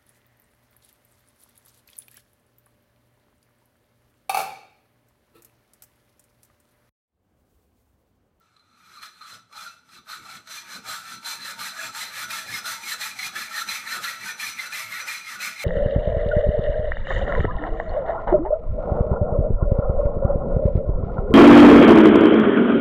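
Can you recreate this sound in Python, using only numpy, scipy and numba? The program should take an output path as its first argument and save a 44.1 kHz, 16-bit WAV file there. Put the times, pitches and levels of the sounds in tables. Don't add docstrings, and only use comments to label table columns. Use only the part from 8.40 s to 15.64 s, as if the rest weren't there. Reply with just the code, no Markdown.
import sys
import numpy as np
from scipy import signal
from scipy.fft import rfft, irfft, next_fast_len
from scipy.io import wavfile
from scipy.ndimage import uniform_filter1d
from numba import njit

SR = 44100
rng = np.random.default_rng(int(sys.argv[2]) if len(sys.argv) > 2 else 0)


def invert_db(level):
    return 10 ** (np.asarray(level, dtype=float) / 20)


def int16_out(signal):
    q = np.round(np.clip(np.atleast_2d(signal).T, -1, 1) * 32767)
    wavfile.write(sys.argv[1], SR, q.astype(np.int16))


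N = 319284

# pitch_hz, level_db per Hz
HUM = [(22, -22), (92, 10.5), (216, 0), (472, -1.5), (1270, -5), (4090, -19.5), (4780, -32), (15000, -26)]
HUM_DB = -72.5

# start_s, length_s, tooth_ringing_db, chip_hiss_minus_ringing_db, top_tooth_rate_hz
PUSHES = [(0.604, 0.1, -45.0, -3.0, 1560), (1.132, 0.2, -43, -4.5, 1410), (1.672, 0.13, -39.0, -5.5, 1424),
          (2.072, 0.18, -43.0, 0.5, 1716), (2.452, 0.17, -35, -2.0, 1554), (2.832, 0.17, -38.5, 2.5, 1711),
          (3.174, 0.17, -35.5, -0.5, 1703), (3.528, 0.19, -35, -1, 1725), (3.879, 0.18, -33.5, -1.5, 1750),
          (4.236, 0.16, -32.5, -2, 1763), (4.582, 0.16, -33.5, -1, 1930), (4.931, 0.17, -33, -4, 1840),
          (5.26, 0.1785, -32.0, -2.5, 2030), (5.601, 0.19, -33, -3, 1824), (5.975, 0.18, -33, -2, 2040),
          (6.303, 0.18, -31.5, -4, 1990), (6.645, 0.18, -32.0, -5, 2064), (6.99, 0.15, -30, -5.0, 2022)]
PULLS = [(-0.3, 0.57, -69, -7.5, 1412), (0.358, 0.36, -51, -7, 1386), (0.778, 0.21, -46.5, -2.5, 1480),
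         (1.484, 0.12, -51, -2, 1455), (1.792, 0.21, -43.0, -4.0, 1422), (2.234, 0.17, -40.5, -3, 1648),
         (2.576, 0.21, -41, -3.5, 1596), (2.978, 0.17, -36.5, -2.5, 1716), (3.318, 0.19, -34, -4.0, 1690),
         (3.684, 0.19, -33.5, -3, 1816), (4.057, 0.16, -33.5, -1.5, 1905), (4.414, 0.15, -34.0, 0.5, 1920),
         (4.76, 0.14, -33.5, -2, 2020), (5.098, 0.15, -31.5, -2.5, 1750), (5.43, 0.17, -30, -6, 1810),
         (5.765, 0.18, -34, -4.5, 1780), (6.107, 0.2, -35.5, -4.5, 1970), (6.438, 0.22, -33, -7.5, 1960),
         (6.818, 0.17, -35.0, -6.5, 2016), (7.162, 0.14, -31.0, -6, 2170)]
TOUCHES = [
    (.336, .2, -59.5, -6.5, 1200),
    (.797, 0.099, -47, -9, 1290),
    (1.835, 0.1002, -44, -8, 1300),
    (6.495, 0.1347, -35, -5.5, 2200),
    (6.172, 0.1004, -37, -3.5, 2100),
]
# full_force_from_share, full_until_share, drop_at_start_db, drop_at_end_db,
# rate_glide_share, rate_sag_share, vise_peak_at_share
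PUSH_SHAPE = (0.2008, 0.5494, 12.5, 12.5, .3, .25, 0.12)
PULL_SHAPE = (0.51, 0.8025, 11.5, 12.5, -.5, 0.73, -0.06)
REST_DB = -81
IDLE_TEETH_HZ, RATE_STRETCH = 1289, 1.05
CHIP_DEPTH, VISE_DEPTH = 0.11, -0.18
FRAME_DB, FRAME_PER_CHIP, FRAME_FADE_DB_PER_S = 1, 0.87, -0.83
VISE_DB, VISE_LOUDEST_S, VISE_FADE_DB_PER_S = -15, 2.9, -1.8
VISE_PEAK_DB, VISE_PEAK_WIDTH = 6, 0.14

# pitch_hz, width_hz, level_db
SHEET = [(1183, 31, -3.5), (1260, 27, -2.5), (1338, 11, 6.5), (1400, 14, -4.5), (1456, 12.5, -0.5),
         (1519, 19, -5), (1693, 15.4, -4), (1783, 26, -10), (1922, 29, -5.5), (2040, 13, -9),
         (2154, 35, -3), (2303, 49, -0.5), (2420, 35, 2), (2642, 51, -2)]
FLAP_HZ, FLAP_WIDTH_HZ = 1267, 217
FLAP_DB, FLAP_FADE_DB_PER_S = -2, -2.5

# pitch_hz, level_db per Hz
CHIPS = [(300, -42), (1030, -9), (1700, -9), (3000, -6.5), (4500, -8), (8000, -9.5), (12500, -16.5),
         (15500, -21)]
# pitch_hz, width_hz, level_db
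BLADE = [(5152, 78, -11), (5931, 12, 5.5), (5964, 230, -11), (7520, 120, -7.5), (9140, 33, -14),
         (13100, 640, -15)]
# pitch_hz, width_hz, level_db
FRAME = [(3398, 43, -5.5), (3553, 18.6, -3.5), (3710, 83, -9), (3908, 24, -4.5), (4074, 42, 1),
         (4228, 60, -2.5), (4370, 40, -12)]
# time_s, pitch_hz
KERF = [
    (0, 3990),
    (2.2, 4125),
    (3.5, 4160),
    (7.24, 4014),
]

# pitch_hz, width_hz, level_db
TABLE = [(115.2, 22.4, -2.5), (193, 28.6, 0), (245.5, 42.4, -3.5), (355.2, 15, -5), (442, 29, -11.5)]
# pitch_hz, width_hz, level_db
VISE = [(543, 41, -7.5), (648.2, 14.8, 1.5), (770, 29, -2), (859, 44, 1), (921, 14.7, 5.5)]
# time_s, shudder_db, slow_sway_minus_shudder_db
SHOVES = [(0.51, -77, -17), (0.96, -64, -18), (1.26, -71, -11), (1.59, -61, -13), (1.82, -56.5, -13),
          (1.97, -58.5, -20), (2.38, -56.5, -15), (2.49, -58, -14), (2.76, -58, -21), (3.02, -58, -12),
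          (3.21, -58, -21), (3.48, -56, -15), (3.859, -61, -9), (4.14, -49.5, -20), (4.46, -63, -22),
          (4.87, -62, -26), (4.989, -56, -16), (5.27, -58, -23), (5.59, -58, -25.5), (5.85, -57.5, -31),
          (6.08, -59, -23), (6.35, -68, -33), (6.53, -63, -18), (6.98, -59.5, -27), (7.09, -62, -27)]
SHOVE_S, SWAY_S = 0.043, 0.028
BENCH_DB, BENCH_PER_FORCE, SWAY_DB = -61.5, 0.62, -24
BENCH_FADE_DB_PER_S, SMOOTH_FROM_S = -2.5, 4.8
# time_s, level_db
GROANS = [(.95, -65), (1.14, -67), (2.0, -69), (2.36, -59), (2.95, -62), (3.12, -58), (3.47, -58),
          (3.669, -57), (4.08, -57), (4.22, -57), (4.56, -57.5), (5.58, -48.5), (5.74, -62), (5.93, -56),
          (6.25, -58), (6.63, -57.5)]
GROAN_S, GROAN_HZ, GROAN_WIDTH_HZ = 0.043, 580, 680

# time_s, peak_db
BITES = [(0.1645, -42), (0.194, -48.5), (0.3292, -57), (0.628, -24), (0.8101, -53), (1.126, -32),
         (1.489, -38.5), (1.6891, -46), (2.0724, -28), (2.452, -28), (2.8441, -28), (3.1913, -26),
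         (3.548, -26), (3.905, -17), (4.2551, -17.5), (4.6108, -20.5), (4.7891, -17), (4.955, -19.5),
         (5.2861, -22.5), (5.64, -17), (5.9985, -27), (6.186, -19.5), (6.3232, -25), (6.678, -26.5),
         (7.002, -26), (7.1938, -30.5)]

# time_s, peak_db, chatter_hz
CATCHES = [(0.5687, -36, 1210), (0.6306, -43, 1360), (0.8089, -31.5, 1260), (1.113, -43, 1150),
           (1.2058, -38, 1408), (1.2634, -23.5, 1402), (1.577, -39, 1260), (1.6876, -34, 1244),
           (1.7275, -29, 1327), (2.1738, -29, 2380), (2.4546, -37, 1360), (2.845, -40, 1414),
           (3.05, -29, 1807), (3.2052, -28, 1210), (3.2411, -30, 1694), (3.3638, -27.5, 1263),
           (3.389, -21, 1683), (3.7391, -28, 1695), (3.9061, -39, 1440), (4.0836, -22, 1710),
           (4.14, -19.5, 2160), (4.2563, -32, 1412), (4.4316, -26.5, 2386), (4.472, -23.5, 2190),
           (4.5155, -22, 1746)]
# time_s, peak_db, chatter_hz
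DEEP_CATCHES = [(4.6128, -21.5, 1932), (4.7891, -22, 2034), (4.8265, -18.5, 2180), (4.9578, -20, 1724),
                (5.0024, -26, 1910), (5.11, -24.5, 1340), (5.1398, -19, 1800), (5.1747, -17.5, 1820),
                (5.286, -21.5, 2390), (5.3074, -25.5, 1800), (5.471, -24, 1800), (5.5205, -18, 1790),
                (5.6414, -18.5, 1330), (5.6771, -19.5, 1930), (5.726, -30, 1930), (5.8899, -21.5, 1800),
                (5.9973, -22.5, 2404), (6.0264, -22.5, 1787), (6.0644, -32, 2330), (6.1875, -19.5, 2094),
                (6.3225, -22, 2450), (6.4269, -29, 2336), (6.5173, -21, 2106), (6.5895, -26.5, 2080),
                (6.6805, -15.5, 2450), (6.7272, -34, 2130), (6.8676, -22.5, 2120), (7.0019, -24, 2516),
                (7.0659, -28, 2420), (7.1976, -21.5, 2210)]
CATCH_SHAKE_DB = -16.5

ROOM_T60_S, ROOM_DAMP, ROOM_DB = 0.52, 0.19, -18.5
TOP_HZ = 15290


def unit(x):
    return x / np.sqrt(np.mean(x ** 2))


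def curve(table):
    s, *columns = np.transpose(table)
    return [np.interp(np.arange(N) / SR, s, c) for c in columns]


def walk(rate):
    hold = int(SR / rate)
    steps = np.repeat(rng.standard_normal(N // hold + 1), hold)
    return 1.3 * uniform_filter1d(uniform_filter1d(steps, hold), hold)[:N]


def colour(x, points):
    hz, db = np.transpose(points)
    size = next_fast_len(N)
    f = np.arange(size // 2 + 1) * SR / size
    gain = invert_db(np.interp(np.log(f + 1), np.log(hz), db))
    return irfft(rfft(x, size) * gain, size)[:N]


@njit
def svf(x, hz, width):
    y, band, low = np.empty(len(x)), 0., 0.
    for i in range(len(x)):
        g, k = np.pi * hz[i] / SR, width / hz[i]
        g += g ** 3 / 3 + g ** 5 * 2 / 15
        v = (band + g * (x[i] - low)) / (1 + g * (g + k))
        band, low, y[i] = 2 * v - band, low + 2 * g * v, k * v
    return y


def steep_band(x, hz, width):
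    centre = np.full(N, hz, float)
    return unit(svf(svf(x, centre, width), centre, width))


def ring(x, modes, patchy_db, rate):
    out = np.zeros(N)
    for k, (hz, width, db) in enumerate(modes):
        flickering = x * invert_db(patchy_db * walk(rate))
        out += (-1) ** k * invert_db(db) * svf(flickering, np.full(N, 1. * hz), 1. * width)
    return out


def grit(share, spread_db):
    chance = rng.random((2, N))
    size = invert_db(-spread_db * np.log(chance[0] + 1e-6)) * (chance[1] < share)
    return unit(size * rng.standard_normal(N))


def bumps(times_s, levels_db, width_s):
    t = np.arange(N) / SR
    return sum(invert_db(db) * np.exp(-((t - s) / width_s) ** 2) for s, db in zip(times_s, levels_db))


def workshop():
    return invert_db(HUM_DB + 1.0 * walk(3.4)) * unit(colour(rng.standard_normal(N), HUM))


def strokes():
    t = np.arange(N) / SR
    ring_db, chip_db = np.full(N, 1. 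* REST_DB), np.full(N, -6.)
    vise_db, rate_hz = np.zeros(N), np.full(N, 1350.)
    for rows, shape in ((PUSHES + TOUCHES, PUSH_SHAPE), (PULLS, PULL_SHAPE)):
        full, until, start_db, end_db, glide, sag, vise_at = shape
        for s, length, db, hiss_db, hz in rows:
            share = (t - s) / length
            rise_db = start_db * (share / full - 1)
            fall_db = end_db * (until - share) / (1 - until)
            drop_db = np.minimum(0, np.minimum(rise_db, fall_db))
            leads = db + drop_db > ring_db
            share, drop_db = share[leads], drop_db[leads]
            ring_db[leads] = db + drop_db
            chip_db[leads] = hiss_db + CHIP_DEPTH * np.maximum(drop_db, -start_db)
            peak = np.exp(-((share - vise_at) / VISE_PEAK_WIDTH) ** 2)
            vise_db[leads] = VISE_PEAK_DB * peak + VISE_DEPTH * drop_db
            along = 2 * np.clip(share, 0, 1) - 1
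            speed = 1 + glide * along - sag * along ** 2
            rate_hz[leads] = IDLE_TEETH_HZ + RATE_STRETCH * (hz - IDLE_TEETH_HZ) * speed
    frame_db = FRAME_DB + FRAME_PER_CHIP * chip_db + FRAME_FADE_DB_PER_S * t
    vise_db = ring_db + vise_db + VISE_DB + VISE_FADE_DB_PER_S * np.abs(t - VISE_LOUDEST_S)
    return [uniform_filter1d(c, SR // 100) for c in (ring_db, chip_db, rate_hz, frame_db, vise_db)]


def teeth(rate_hz, pressure):
    wobble = 1 + .06 * walk(60) + .06 * walk(400)
    phase = np.cumsum(rate_hz * wobble) / SR
    pluck = np.sin(2 * np.pi * phase) * invert_db(2.9 * walk(150))
    force = pressure * (unit(pluck) + invert_db(7.5) * grit(.3, 3.2))
    bare = pressure * steep_band(grit(.3, 2.05), rate_hz, 940.0)
    flap = pressure * steep_band(grit(.3, 2.9), FLAP_HZ, FLAP_WIDTH_HZ)
    flap_level = invert_db(FLAP_DB + FLAP_FADE_DB_PER_S * np.arange(N) / SR)
    sheet = invert_db(2.5) * ring(force, SHEET, patchy_db=4.5, rate=40) + invert_db(-7.5) * bare + flap_level * flap
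    swell = uniform_filter1d(sheet ** 2, SR // 30) / uniform_filter1d(pressure ** 2, SR // 30)
    sheet = sheet * np.maximum(swell, 1e-3) ** -.3
    band = signal.butter(3, (1100, 2750), "band", fs=SR, output="sos")
    return invert_db(-1.0) * signal.sosfilt(band, sheet)


def overtones(x, t60):
    t = np.arange(SR // 10) / SR
    response = rng.standard_normal(len(t)) * np.exp(-np.log(1000) * t / t60)
    return signal.fftconvolve(x, response / np.sqrt(np.sum(response ** 2)))[:N]


def chips(pressure, frame_pressure):
    force = pressure * invert_db(1.0 * walk(40)) * grit(.7, 1.0)
    broad = colour(force, CHIPS) / np.std(colour(rng.standard_normal(N), CHIPS))
    crowd = sum(overtones(broad * invert_db(3.5 * walk(8)), t60=0.052) for _ in range(3))
    broad = .9 * broad + .22 * crowd
    blade = invert_db(15.0) * ring(force, BLADE, patchy_db=3.5, rate=8)
    shake = frame_pressure * grit(.5, 1.23)
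    frame = invert_db(16.5) * ring(shake, FRAME, patchy_db=4.0, rate=30)
    flicker = invert_db(3.2 * walk(50))
    edge = invert_db(10.0) * svf(shake * flicker, curve(KERF)[0], 240.0)
    fine = unit(svf(grit(1.0, 1.0), np.full(N, 12200.), 5100.0))
    sizzle = invert_db(8) * pressure ** 1.502 * fine
    return invert_db(-2.0) * broad + blade + frame + edge + sizzle


def bench(stroke_db, vise_db):
    t = np.arange(N) / SR
    force_db = BENCH_PER_FORCE * (uniform_filter1d(stroke_db, SR // 2) + 40)
    steady = invert_db(BENCH_DB + force_db + BENCH_FADE_DB_PER_S * np.maximum(t - SMOOTH_FROM_S, 0))
    shove_s, shove_db, sway_db = np.transpose(SHOVES)
    shudder = steady + bumps(shove_s, shove_db, SHOVE_S)
    lurch = invert_db(SWAY_DB) * steady + bumps(shove_s, shove_db + sway_db, SWAY_S)
    top = ring(rng.standard_normal(N), TABLE, patchy_db=2.3, rate=9.2)
    top = unit(signal.sosfilt(signal.butter(4, 80, "high", fs=SR, output="sos"), top))
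    sway = steep_band(grit(.002, 1.2), 55., 70.)
    vise = unit(ring(rng.standard_normal(N), VISE, patchy_db=4.5, rate=20))
    groan = steep_band(grit(.2, 1.8), GROAN_HZ, GROAN_WIDTH_HZ)
    groan = groan * bumps(*np.transpose(GROANS), GROAN_S)
    return shudder * top + lurch * sway, invert_db(vise_db) * vise + groan


def bites():
    start = np.zeros(N)
    s, db = np.transpose(BITES)
    start[(s * SR).astype(int)] = invert_db(db - 13.5)
    return signal.lfilter([1], [1, -np.exp(-1 / (0.0054 * SR))], start)


@njit
def walls(x, lags, gain, damp):
    line, soft, out = np.zeros((8, 4096)), np.zeros(8), np.zeros(len(x))
    for i in range(len(x)):
        total = 0.
        for k in range(8):
            soft[k] += (1 - damp) * (gain[k] * line[k, (i - lags[k]) & 4095] - soft[k])
            total += soft[k]
            out[i] += soft[k] * (1 - 2 * (k % 2))
        for k in range(8):
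            line[k, i & 4095] = x[i] + soft[k] - total / 4
    return out


def catches():
    out, t = np.zeros(N + SR), np.arange(SR // 5) / SR
    shape = (1 - np.exp(-t / 0.0017)) * np.exp(-(t / 0.021) ** 1.4)
    for s, db, hz in CATCHES + DEEP_CATCHES:
        drift, phase = rng.standard_normal(2)
        chatter = np.sin(2 * np.pi * hz * t * (1 + 0.5 * drift * t) + phase)
        i = int(s * SR)
        out[i:i + len(t)] += invert_db(db - 7.5) * shape * chatter
    return out[:N] * invert_db(2.8 * walk(200))


def scene():
    ring_db, chip_db, rate_hz, frame_db, vise_db = strokes()
    bite = bites()
    chatter = catches()
    jolt = invert_db(CATCH_SHAKE_DB) * np.sqrt(np.abs(uniform_filter1d(chatter ** 2, SR // 200)))
    chip_force = invert_db(ring_db + chip_db) + invert_db(-11.5) * bite
    frame_force = invert_db(ring_db + frame_db) + invert_db(-2) * bite + jolt
    hiss = chips(chip_force, frame_force)
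    top, vise = bench(ring_db, vise_db)
    saw = teeth(rate_hz, invert_db(ring_db) + bite) + hiss + chatter + vise
    lags = np.array([701, 887, 1093, 1327, 1571, 1861, 2153, 2477])
    room = walls(saw + 1e-18, lags, invert_db(-60 * lags / SR / ROOM_T60_S), ROOM_DAMP)
    return (saw + invert_db(ROOM_DB) * room + top + workshop())[None]


def band_limit(x):
    return signal.sosfilt(signal.butter(12, 15770, fs=SR, output="sos"), x)


def record(dry):
    spectrum = rfft(dry)
    hz = np.arange(spectrum.shape[1]) * SR / N
    mix = irfft(spectrum * (hz < TOP_HZ), N)
    return band_limit(mix)


dry = scene()
out = record(dry)
int16_out(out)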